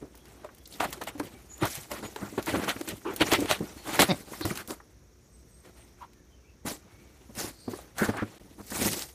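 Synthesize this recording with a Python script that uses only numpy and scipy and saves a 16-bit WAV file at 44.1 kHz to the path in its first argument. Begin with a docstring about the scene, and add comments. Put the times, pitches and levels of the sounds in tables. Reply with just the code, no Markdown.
"""Box and plastic sheets

Hands shove a cardboard box and slide stiff plastic sheets inside it, by an open door.
Strokes are grainy friction noise; thuds, knocks, snaps and clicks are short dying sounds; a flap creaks once.
Behind them are a mains hum, far traffic and insects in one soft rush, and a few faint bird notes."""
import sys
import numpy as np
from scipy import signal
from scipy.fft import rfft, irfft, next_fast_len
from scipy.io import wavfile
from scipy.ndimage import uniform_filter1d, map_coordinates

SR = 44100
rng = np.random.default_rng(int(sys.argv[2]) if len(sys.argv) > 2 else 0)


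def dump(signal):
    """Clip the signal to [-1, 1] and save it as 16-bit WAV at the path in sys.argv[1]."""
    limited = np.clip(np.atleast_2d(signal).T, -1, 1)
    pcm = np.round(limited * 32767).astype(np.int16)
    wavfile.write(sys.argv[1], SR, pcm)


N = 403074  # length in samples

# All levels in dB are settings that the functions below may trim.
# Strokes of hands, card and sheets. Each row: start of full strength in seconds, seconds to rise 20 dB,
# seconds held, seconds to fall 20 dB, rasp of card in dB, then scratch of nails, hiss of sheets
# and boom of the walls, each in dB over the rasp.
# Negative times cut off part of a stroke, or all of it.
STROKES = [(0.025, .02, .01, 0.07, -56, -14.5, -13, 15.5), (0.312, 0.17, 0.017, 0.1, -60.5, -6, -1, 6),
           (0.447, 0.23, .01, 0.14, -57.5, -11.5, -16, 7.5), (0.706, 0.06, 0.048, 0.14, -66, 3, 12.5, 8),
           (0.803, 0.0045, .045, 0.03, -30, -6.5, -11, -5), (0.927, .005, 0.009, 0.02, -42.5, -6, -3, -4),
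           (1.014, .004, .008, .03, -39, -6, -10, -2), (1.072, .005, .016, .035, -39, -5.5, -7, -6),
           (1.148, -0.01, 0.028, 0.12, -52, -4, -1.5, 11.5), (1.201, -0.01, 0.019, 0.1, -45, -1.5, -0.5, 8),
           (1.633, 0.03, 0.019, 0.05, -31.5, -8.5, -11, 6), (1.675, .05, 0.055, 0.18, -45.5, -1, 4.5, -5),
           (1.913, .02, .03, .12, -42, -3, -3, 5), (2.03, .01, .03, .06, -47, -6, -6, 6),
           (2.21, .04, .06, .04, -42, -16, -12, 4), (2.38, .004, .016, .025, -36, -10, -16, 6.5),
           (2.469, 0.0039, 0.022, 0.08, -33, -4, -7, -1), (2.527, 0.0451, 0.057, .1, -35, -8, -10, 6),
           (2.64, 0.02, .04, .04, -37, -5, -8, 4), (2.682, .01, .018, .04, -30, -2.5, -7.5, -2),
           (2.879, .005, 0.016, .07, -43, 0.5, -1.5, 10.5), (3.048, -0.02, .05, 0.1, -38.5, -11.5, -14, 5),
           (3.209, .012, .014, .022, -25, -1, -11, -3), (3.27, 0.08, 0.07, 0.01, -41, -3, -0.5, 5),
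           (3.32, 0.0157, .022, .045, -29, 1, -4, 2), (3.395, 0.1, .03, 0.09, -42, -4, -2.5, 10.5),
           (3.502, 0.025, 0.029, .035, -31, 1, -3, -4.5), (3.878, 0.04, 0.11, 0.07, -38, -3.5, -4, 2.5),
           (3.995, 0, 0.032, 0.0389, -22.5, -3, -4.5, -0.5), (4.333, 0.1, 0.043, .2, -49, -5, 1.5, 3.5),
           (4.411, -0.07, .02, 0.15, -43, -4, -1, 1), (4.455, .02, .06, .06, -41, -6.5, -1, 10),
           (4.56, .03, .055, .04, -48, -2, 1, 3), (4.683, 0, 0.036, 0.0454, -44.5, -12.5, 0.5, 8.5),
           (4.802, -0.14, 0.017, 0.0735, -51, -11, -11, -2), (5.65, .03, 0.044, .06, -59, -6, -7, 7.5),
           (5.78, .03, .03, .08, -62, 0, -2, 0), (6.0, .03, .045, .04, -57, -9, -11, -8),
           (6.663, .012, 0.054, 0.0651, -43.5, -4.5, 3.5, 5.5), (7.295, 0.5, .01, -0.24, -55, -6, -6, 2),
           (7.381, 0.04, 0.078, 0.076, -42.5, -3.5, 3.5, 4), (7.682, -0.01, .01, 0.05, -47, -17, -14, 18),
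           (7.695, 0, 0.11, .1, -55, -4, 3, 5), (7.986, .025, 0.066, 0.0655, -34, -9, -5.5, -1.5),
           (8.084, 0.0155, 0.013, 0.08, -38.5, -9.5, -12.5, 6),
           (8.175, .06, 0, .035, -34.5, -12.5, -14.5, 4), (8.598, 0.03, 0.019, 0, -48.5, -12.5, -9.5, 4.5),
           (8.71, -0.05, .03, 0.1, -45, -4, 2, 2), (8.787, 0.1174, .11, .2, -40, -1.5, 7.5, 6.5),
           (8.978, 0.12, 0.057, 0.05, -46, -1, 6, -8)]
# Light rustle while the hands rest on the load. Each row: time in seconds, rasp in dB, hiss in dB over the rasp.
RESTING_RUSTLE = [(0, -68.5, -1), (.65, -68.5, 2.5), (.89, -52, -2), (1.1, -60, -3.5), (1.85, -66, 4.5),
                  (2.74, -49, 0), (3.0, -62.5, 4.5), (3.5, -54, 2.5), (3.83, -56.5, -0.5), (4.08, -44, 1),
                  (4.24, -60.5, 4.5), (4.75, -65, 1), (4.95, -83.5, 8), (5.5, -84.5, 13.5), (5.87, -70, 2),
                  (6.0, -77, 3), (6.6, -80, 1), (6.85, -67, -4), (7.6, -68, 6), (7.95, -67, -6),
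                  (8.31, -57.5, -3.5), (8.58, -71.5, 4.5), (9.14, -74, 6)]
REST_SCRATCH_DB, REST_BOOM_DB = -3.5, 6.5  # both over the resting rasp
# Tone colour of the four kinds of rubbing. Each row: frequency in Hz, relative strength in dB per Hz.
RASP_SPECTRUM = [(320, -26.5), (550, -1), (797, 3.5), (977, 0), (1050, -1), (1440, -0.5), (2200, -10),
                 (2860, -33), (4840, -120)]
SCRATCH_SPECTRUM = [(1120, -33), (1900, -3), (2280, -4), (3460, -6.5), (4500, -11), (5850, -36.5),
                    (9900, -120)]
HISS_SPECTRUM = [(2240, -33.5), (3800, -5.5), (5700, -2.5), (8260, -2.5), (13100, -5.5), (15500, -11.5)]
BOOM_SPECTRUM = [(24, -37.5), (40, -11.5), (91, -3), (166, -3.5), (204, 1), (238, -2.5), (321, 2),
                 (700, -12), (910, -37.5), (1540, -120)]

# Thuds on the box. Each row: time in seconds, level in dB, pitch of the struck wall in Hz,
# heave of the whole box in dB relative to the thud.
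THUDS = [(0.022, -33, 296, -33), (0.443, -34.5, 610, -26), (0.8, -24.5, 301, -29), (0.974, -35.5, 360, -27),
         (1.008, -36, 495, -24), (1.071, -36, 657, -26), (1.151, -29.5, 290, -23), (1.197, -21.5, 296, -19),
         (1.335, -41, 250, -13), (1.628, -17, 118, -32), (1.777, -35, 137, -12), (1.916, -27, 588, -27.5),
         (2.029, -31, 310, -17), (2.16, -32.5, 431, -28), (2.224, -24.5, 192, -14),
         (2.334, -33.5, 280, -16), (2.377, -24, 416, -31), (2.479, -22, 333, -26), (2.537, -17.5, 283, -15),
         (2.76, -26.5, 273, -19), (2.808, -26.5, 338, -28), (2.875, -25.5, 335, -33),
         (2.927, -28.5, 182, -11), (3.054, -27, 340, -35), (3.207, -9, 326, -38), (3.323, -11, 340, -29),
         (3.385, -17.5, 288, -21), (3.503, -17.5, 607, -22), (3.604, -20.5, 184, -18.5),
         (3.881, -28, 316, -13), (3.992, -16.5, 417, -30), (4.408, -27, 319, -15), (4.451, -20, 326, -9),
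         (4.701, -21.5, 342, -39), (6.651, -25.5, 215, -12.5), (6.923, -47, 352, -5.5),
         (7.293, -36.5, 229, -18), (7.373, -32, 212, -14), (7.442, -27, 337, -15),
         (7.678, -21.5, 251, -15.5), (7.732, -27.5, 350, -27), (8.016, -13, 211, -22),
         (8.087, -18, 219, -10), (8.221, -18.5, 218, -12), (8.602, -35.5, 205, -9), (8.716, -29, 211, -19),
         (8.814, -22.5, 219, -17), (8.854, -16.5, 203, -17)]
# Resonances of the box. Each row: frequency in Hz, width in Hz, level in dB.
BOX_MODES = [(338, 66, 1.5), (590, 49, 0.5), (746, 31, -2), (1090, 170, -11), (1410, 13, -10.5)]
CONTACT_S, WALL_T60_S = 0.0077, 0.063  # time to swell, then time to fall 60 dB

# Knuckle and edge knocks on card. Each row: time in seconds, level in dB, pitch in Hz.
KNOCKS = [(0.145, -42, 950), (0.446, -27, 600), (0.49, -38, 1200), (0.657, -36, 4000), (0.724, -36, 4200),
          (0.739, -33.5, 3650), (0.805, -11.5, 670), (1.015, -26.5, 970), (1.074, -28, 655),
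          (1.2, -21, 1000), (1.634, -17, 620), (1.916, -26.5, 604), (1.965, -28.5, 1010), (2.028, -30, 850),
          (2.161, -27.5, 905), (2.379, -21.5, 756), (2.476, -20, 880), (2.681, -15.5, 665),
          (2.764, -29, 1440), (3.209, -17, 775), (3.32, -12.5, 590), (3.512, -13, 764), (3.875, -33.5, 745),
          (3.992, -9.5, 730), (4.335, -28.5, 1060), (4.411, -27, 1170), (4.454, -22.5, 800),
          (4.506, -20.5, 1220), (4.707, -22, 620), (4.802, -36, 950), (7.679, -26, 606), (7.736, -30, 980),
          (7.788, -32.5, 620), (8.72, -25, 1010)]
CARD_T60_S = 0.045  # time to fall 60 dB

# Snaps of sheet edges. Each row: time in seconds, level in dB, brightness in dB per octave.
SNAPS = [(0.1526, -39.5, 1), (0.175, -39, 3), (0.2553, -43, -3.5), (0.4454, -36.5, -7), (0.548, -41, 2),
         (0.5831, -42, 1.5), (0.637, -45, 6), (0.675, -36, 5), (0.8075, -23, -5.5), (0.9063, -32, 7),
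         (0.9276, -23, -1), (1.0156, -32, -3), (1.037, -28, 3), (1.0748, -31, -6.5), (1.1974, -26, -3),
         (1.5793, -35, 2), (1.6536, -20, 1), (1.753, -23, 2), (1.8392, -44, 4), (1.916, -22.5, -4.5),
         (2.161, -28, -4.5), (2.4264, -29.5, -2.5), (2.4603, -23.5, 3), (2.6444, -30.5, -1.5),
         (2.693, -24.5, -4.5), (2.8115, -26, -4), (2.8756, -31, -1), (2.8876, -21, 0.5), (3.1375, -32.5, 5),
         (3.1621, -20, 2), (3.214, -22, -7), (3.3182, -15.5, -6), (3.3349, -12, -4.5), (3.4054, -24, -.5),
         (3.457, -20, -8), (3.5123, -13.5, -6), (3.591, -35, -4), (3.8756, -32, -2), (4.0188, -7.5, -2),
         (4.41, -26.5, -1), (4.4535, -21.5, 3), (4.5555, -28, 0), (4.574, -22.5, -1), (4.6756, -28.5, 2),
         (4.7057, -25, -2.5), (6.1332, -48, -2.5), (6.654, -42, 3), (6.6822, -26, -4), (7.352, -33.5, 0.5),
         (7.3867, -31, 2.5), (7.9832, -21.5, -2.5), (8.169, -27, -10), (8.6418, -43, 12),
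         (8.6667, -35, 3.5), (8.7036, -27.5, 0), (8.8485, -18.5, 2)]
SPRAY_T60_S = 0.034  # time to fall 60 dB

# Bare clicks of a sheet corner. Each row: time in seconds, level in dB, pitch in Hz.
CLICKS = [(2.694, -14, 3000), (3.3349, -7, 3000), (3.5123, -8, 2500), (3.9928, -5, 1800),
          (4.0068, -7, 4000), (6.7185, -23.5, 6000), (8.933, -12, 9000), (8.994, -17, 5700),
          (9.0231, -15, 4500)]
CLICK_CYCLES = 0.9  # cycles to fade to about a third

# The creak of a flap. Each row: time in seconds, slips a second, level in dB.
CREAK = [(4.085, 235, -24), (4.093, 197, -18.5), (4.102, 187, -18), (4.115, 176, -14), (4.127, 100, -22.5),
         (4.146, 73, -30)]
# Resonances of the flap, two low and then three high. Each row: frequency in Hz, width in Hz, level in dB.
FLAP_MODES = [(183, 300, 0), (534, 290, -7.5), (2080, 650, -15.5), (3740, 410, -13), (4700, 606, -19)]

# Hollow rubs that sing in one panel, and at 7.519 s one faint, breathy bird note.
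# Each row: start in seconds, length in seconds, frequency in Hz, width in Hz, level in dB.
BREATHY_TONES = [(0.805, .06, 700, 300, -32), (3.045, 0.07, 1050, 550, -38), (3.05, .065, 345, 110, -33),
                 (3.053, 0.065, 2560, 1100, -48), (3.607, .045, 230, 150, -35),
                 (4.693, .035, 345, 120, -35), (4.413, 0.048, 4070, 900, -41),
                 (4.574, 0.05, 1330, 800, -43.5), (6.004, 0.049, 1005, 150, -45),
                 (6.026, 0.019, 1270, 200, -56), (7.519, 0.26, 4500, 800, -59.5),
                 (7.982, 0.074, 1600, 446, -31.5), (8.16, 0.08, 1400, 900, -37)]

# Whistled bird notes. Each row: start in seconds, length in seconds, first pitch in Hz,
# last pitch in Hz, level in dB.
BIRD_NOTES = [(1.478, 0.16, 6860, 7040, -59), (2.023, 0.052, 6880, 6870, -53),
              (3.757, 0.062, 4390, 4330, -57.5), (5.18, 0.11, 6800, 6770, -74),
              (5.317, 0.096, 8270, 8060, -67.5), (5.487, 0.13, 8360, 8450, -66),
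              (5.69, 0.18, 8700, 8600, -73), (6.134, 0.096, 1776, 1770, -76), (6.302, .05, 3220, 2980, -72),
              (6.358, 0.095, 2790, 2660, -73), (6.431, 0.034, 2400, 2360, -67),
              (6.463, 0.062, 2670, 2580, -70), (0.188, .035, 3330, 3330, -72),
              (0.599, 0.027, 3330, 3330, -72), (6.837, 0.41, 2185, 2336, -74),
              (1.34, 0.036, 2280, 2300, -61), (7.555, 0.099, 8400, 8900, -67)]

# Tone colour of far traffic and insects. Each row: frequency in Hz, relative strength in dB per Hz.
AIR_SPECTRUM = [(20, -25.5), (40, -8), (64, 1.5), (90, -6.5), (200, -12.5), (450, -17), (800, -28),
                (2300, -31), (2800, -36.5), (5000, -36.5), (5600, -27), (6800, -31), (7200, -42.5),
                (15500, -45)]
# Parts of the mains hum. Each row: frequency in Hz, level in dB.
HUM_TONES = [(59.2, -60.5), (119, -74), (360.7, -72.5)]

# How the room's answer dies. 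Each row: frequency in Hz, time to fall 60 dB in seconds.
ROOM_T60 = [(150, 0.17), (1500, 0.12), (10000, 0.13)]

DIP_S, DIP_LENGTH_S, DIP_DB = 8.383, 0.015, -23
TOP_HZ = 15300


def rubbing():
    """Skin, card and plastic drag in jerks that all layers share."""
    rest_db, rest_hiss_db = curves(RESTING_RUSTLE)
    jerk = wobble(50)
    rasp_gain = strokes(axis=0, rest_db=rest_db, lingers=0.98) * amp(-1.5 + 2.1 * jerk)
    scratch_gain = strokes(axis=1, rest_db=rest_db + REST_SCRATCH_DB, lingers=0.93) * amp(2.54 * jerk)
    hiss_gain = strokes(axis=2, rest_db=rest_db + rest_hiss_db, lingers=0.92) * amp(1.3 * jerk)
    boom_gain = strokes(axis=3, rest_db=rest_db + REST_BOOM_DB, lingers=0.98) * amp(-2.5 + 1.3 * jerk)
    rasp = friction(RASP_SPECTRUM, grains=500, spike_db=4, share=0.6, patchy_db=2.5)
    scratch = friction(SCRATCH_SPECTRUM, grains=700, spike_db=6, share=0.53, patchy_db=2.0)
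    hiss = friction(HISS_SPECTRUM, grains=1100, spike_db=5.0, share=0.72, patchy_db=3.0)
    boom = friction(BOOM_SPECTRUM, grains=150, spike_db=3.0, share=0.61, patchy_db=3.0)
    return rasp_gain * rasp + scratch_gain * scratch + hiss_gain * hiss + boom_gain * boom


def strokes(axis, rest_db, lingers):
    """Gain of one layer: strokes climb, hold and fall at their own speeds in dB, added to the resting rustle."""
    t = np.arange(N) / SR
    power = amp(2 * rest_db)
    for s, rise, hold, fall, db, *over_db in STROKES:
        near = slice(max(round((s - 3 * rise) * SR), 0), round((s + hold + 3 * fall) * SR))
        before = (s - t[near]) / max(rise, 0.002)
        after = (t[near] - s - hold) / max(fall * lingers, 0.005)  # lingers scales the fall time
        away = np.maximum(before, after).clip(0)
        layer_db = db + [0, *over_db][axis]
        power[near] += amp(2 * (layer_db - 20 * away))
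    return np.sqrt(power)


def friction(spectrum, grains, spike_db, share, patchy_db):
    """Tiny slips of uneven size (grains a second) on a smooth rush, in patches of random gain; rms 1."""
    size_db = spike_db * np.minimum(rng.exponential(size=N), 2.5)
    happens = rng.random(N) < grains / SR
    slips = happens * amp(size_db) * np.sign(rng.standard_normal(N))
    rush = rng.standard_normal(N)
    z = signal.stft(rush + share * unit(slips), nperseg=256)[2]
    # smooth the random patches over pitch, then over time
    patches = uniform_filter1d(rng.standard_normal(z.shape), 8, 0)
    patches = uniform_filter1d(patches, 6, 1)
    rough = signal.istft(z * amp(patchy_db * unit(patches)), nperseg=256)[1][:N]
    return unit(filtered(rough, lambda hz: amp(along(spectrum, hz))))


def thuds():
    """A soft, chattering contact drives the box modes, most those near the struck wall's pitch."""
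    track, t = np.zeros(N), np.arange(SR // 6) / SR
    swell = np.minimum(t / CONTACT_S, 1) ** 0.89
    swell = swell * amp(-60 * np.maximum(t - CONTACT_S, 0) / WALL_T60_S)
    for s, db, hz, heave_db in THUDS:
        luck = rng.standard_normal((2, len(t)))
        drift = 0.17 * np.cumsum(luck[0]) * np.sqrt(hz / SR)
        wall = np.sin(2 * np.pi * hz * t + drift)
        # a mode loses 5 dB for each octave away from the wall's pitch
        near = [(c, w, level - 5 * abs(np.log2(c / hz))) for c, w, level in BOX_MODES]
        others = unit(filtered(luck[1], resonances(near)))
        heave = amp(heave_db + 7.0 - 60 * t / 0.15) * np.sin(2 * np.pi * 105 * t)
        add(track, s - 0.002, amp(db - 4) * (swell * (wall + 0.49 * others) + heave))
    return track


def knocks():
    """A hard, quick contact: a clean first swing, then the card rings untidily around one pitch."""
    track, t = np.zeros(N), np.arange(SR // 8) / SR
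    for s, db, hz in KNOCKS:
        panel = resonances([(hz, 0.18 * hz, 0), (1.91 * hz, 0.41 * hz, -9)])
        ring = unit(filtered(rng.standard_normal(len(t)), panel))
        ring = ring * amp(-60 * t / CARD_T60_S) * (1 - np.exp(-t / 0.00073))
        swing = 0.57 * np.sin(2 * np.pi * 1.3 * hz * t) * np.exp(-0.7 * hz * t)
        add(track, s - 0.001, amp(db - 7) * (ring + swing))
    return track


def snaps():
    """A sheet edge lets go: one sharp click, then a spray of crackle that dies fast."""
    track, t = np.zeros(N), np.arange(SR // 8) / SR
    # the short second part makes the click
    fade = amp(-60 * t / SPRAY_T60_S) + 1.66 * amp(-60 * t / 0.004)
    attack = 1 - np.exp(-t / 0.0003)
    for s, db, tilt_db in SNAPS:
        luck = rng.standard_normal((2, len(t)))
        crackle = luck[0] * amp(1.7 * luck[1])

        def slope(f):
            tilt = amp(tilt_db * np.log2((f + 300) / 3000))
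            return tilt * (1j * f / (600 + 1j * f)) ** 2  # weak bass

        spray = unit(filtered(crackle, slope))
        add(track, s, amp(db - 8.5) * spray * fade * attack)
    return track


def clicks():
    """A sheet corner makes one dry swing, mostly over in about a cycle."""
    track, t = np.zeros(N), np.arange(SR // 200) / SR
    for s, db, hz in CLICKS:
        add(track, s, amp(db) * np.cos(2 * np.pi * hz * t) * np.exp(-t * hz / CLICK_CYCLES))
    return track


def creak():
    """Stick and slip: one push for each slip, slowing down; the harder slips are also the sharper."""
    rate, db = curves(CREAK)
    t = np.arange(N) / SR
    on = (t > CREAK[0][0]) & (t < CREAK[-1][0])
    # a slip falls wherever the running count passes a whole number
    slips = np.diff(np.floor(np.cumsum(rate * on) / SR), prepend=0)

    def steep(modes):
        return lambda f: sum(amp(level) * resonances([(c, w, 0)])(f) ** 2 for c, w, level in modes)

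    push = filtered(slips * amp(db + 37.5), steep(FLAP_MODES[:2]))
    # each slip tears for a moment instead of letting go at once
    tear_shape = filtered(slips, lambda f: 1 / (1 + 2j * np.pi * f * 0.0024))
    tear = tear_shape * rng.standard_normal(N)
    return push + filtered(tear * amp(1.41 * db + 66.5), steep(FLAP_MODES[2:]))


def breathy_tones():
    """Noise that starts quickly, held in one steep resonance: hollow rubs and one breathy bird note."""
    track = np.zeros(N)
    for s, length, hz, width_hz, db in BREATHY_TONES:
        u = np.linspace(0, 1, int(length * SR))
        resonance = resonances([(hz, width_hz, 0)])
        tone = unit(filtered(rng.standard_normal(len(u)), lambda f: resonance(f) ** 2))
        add(track, s, amp(db) * np.sin(np.pi * u).clip(0) ** 0.39 * tone)
    return track


def birds():
    """Thin, far whistles glide in pitch; random drift makes them husky and their loudness wavers."""
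    track = np.zeros(N)
    for s, length, first_hz, last_hz, db in BIRD_NOTES:
        u = np.linspace(0, 1, int(length * SR))
        drift = 0.09 * np.cumsum(rng.standard_normal(len(u)))
        glide_hz = first_hz + (last_hz - first_hz) * u
        phase = 2 * np.pi * np.cumsum(glide_hz) / SR + drift
        add(track, s, amp(db + 2) * np.sin(np.pi * u) * np.sin(phase))
    return track * amp(4.5 * wobble(30))


def background():
    """Far traffic and insects as one slowly breathing rush, over a wavering hum."""
    t = np.arange(N) / SR
    hum = np.zeros(N)
    for hz, db in HUM_TONES:
        level = amp(db + 1.5 + 1.4 * wobble(3.6))
        hum += level * np.sin(2 * np.pi * hz * t + 0.6 * wobble(4.2))
    air = friction(AIR_SPECTRUM, grains=250, spike_db=3, share=0.11, patchy_db=0.5)
    return amp(-57 + 0.68 * wobble(3.3)) * air + hum


def room(x):
    """The shed's answer is a burst of noise in which each frequency dies at its own speed."""
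    hz, t, z = signal.stft(rng.standard_normal(SR // 3), SR, nperseg=256)
    t60 = along(ROOM_T60, hz)[:, None]
    tail = signal.istft(z * amp(-60 * t / t60), SR, nperseg=256)[1]
    late = np.pad(x, (300, 0))  # the answer comes 300 samples late
    return signal.fftconvolve(late, tail / np.linalg.norm(tail))[:N]


def amp(db):
    """Turn dB into a plain gain."""
    return 10 ** (np.asarray(db) / 20)


def unit(x):
    """Scale a sound to rms 1."""
    return x / np.sqrt(np.mean(x ** 2) + 1e-20)


def along(points, hz):
    """Read a curve of (Hz, value) points on a log frequency axis."""
    f, v = np.transpose(points)
    return np.interp(np.log(hz + 1), np.log(f + 1), v)


def curves(rows):
    """One value per sample for each column after the time."""
    s, *cols = np.transpose(rows)
    return [np.interp(np.arange(N) / SR, s, c) for c in cols]


def wobble(rate):
    """A smooth random curve through rate random points a second."""
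    points = rng.standard_normal(int(N * rate / SR) + 4)
    return map_coordinates(points, [np.arange(N) * rate / SR])


def filtered(x, response):
    """Shape a sound by a complex response of frequency."""
    m = next_fast_len(len(x) + 2048)
    return irfft(rfft(x, m) * response(np.fft.rfftfreq(m, 1 / SR)), m)[:len(x)]


def resonances(modes):
    """The causal response of (Hz, width, dB) resonances, with alternating signs."""
    def response(f):
        total = 0
        for k, (c, w, db) in enumerate(modes):
            total = total + (-1) ** k * amp(db) * 1j * f * w / (c * c - f * f + 1j * f * w)
        return total
    return response


def add(track, s, sound):
    """Mix a sound into the track at s seconds."""
    part = track[max(round(s * SR), 0):][:len(sound)]
    part += sound[:len(part)]


def scene():
    """Mix the short sounds and birds, their room answers, the rubbing and the background."""
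    hits = thuds() + knocks() + snaps() + clicks() + creak() + breathy_tones()
    far = birds()
    answer = amp(-15.0) * room(hits) + amp(0.5) * room(far)
    return (hits + rubbing() + far + answer + background())[None]


def record(dry):
    """The microphone drops the deepest bass; the level dips once briefly; nothing is kept above TOP_HZ."""
    u = (np.arange(N) / SR - DIP_S) / DIP_LENGTH_S
    dip = amp(DIP_DB * np.clip(6 * np.minimum(u, 1 - u), 0, 1))

    def band(hz):
        return (1j * hz / (28 + 1j * hz)) ** 2 * (hz < TOP_HZ)

    return filtered(dry[0] * dip, band)[None]


dry = scene()
out = record(dry)
dump(out)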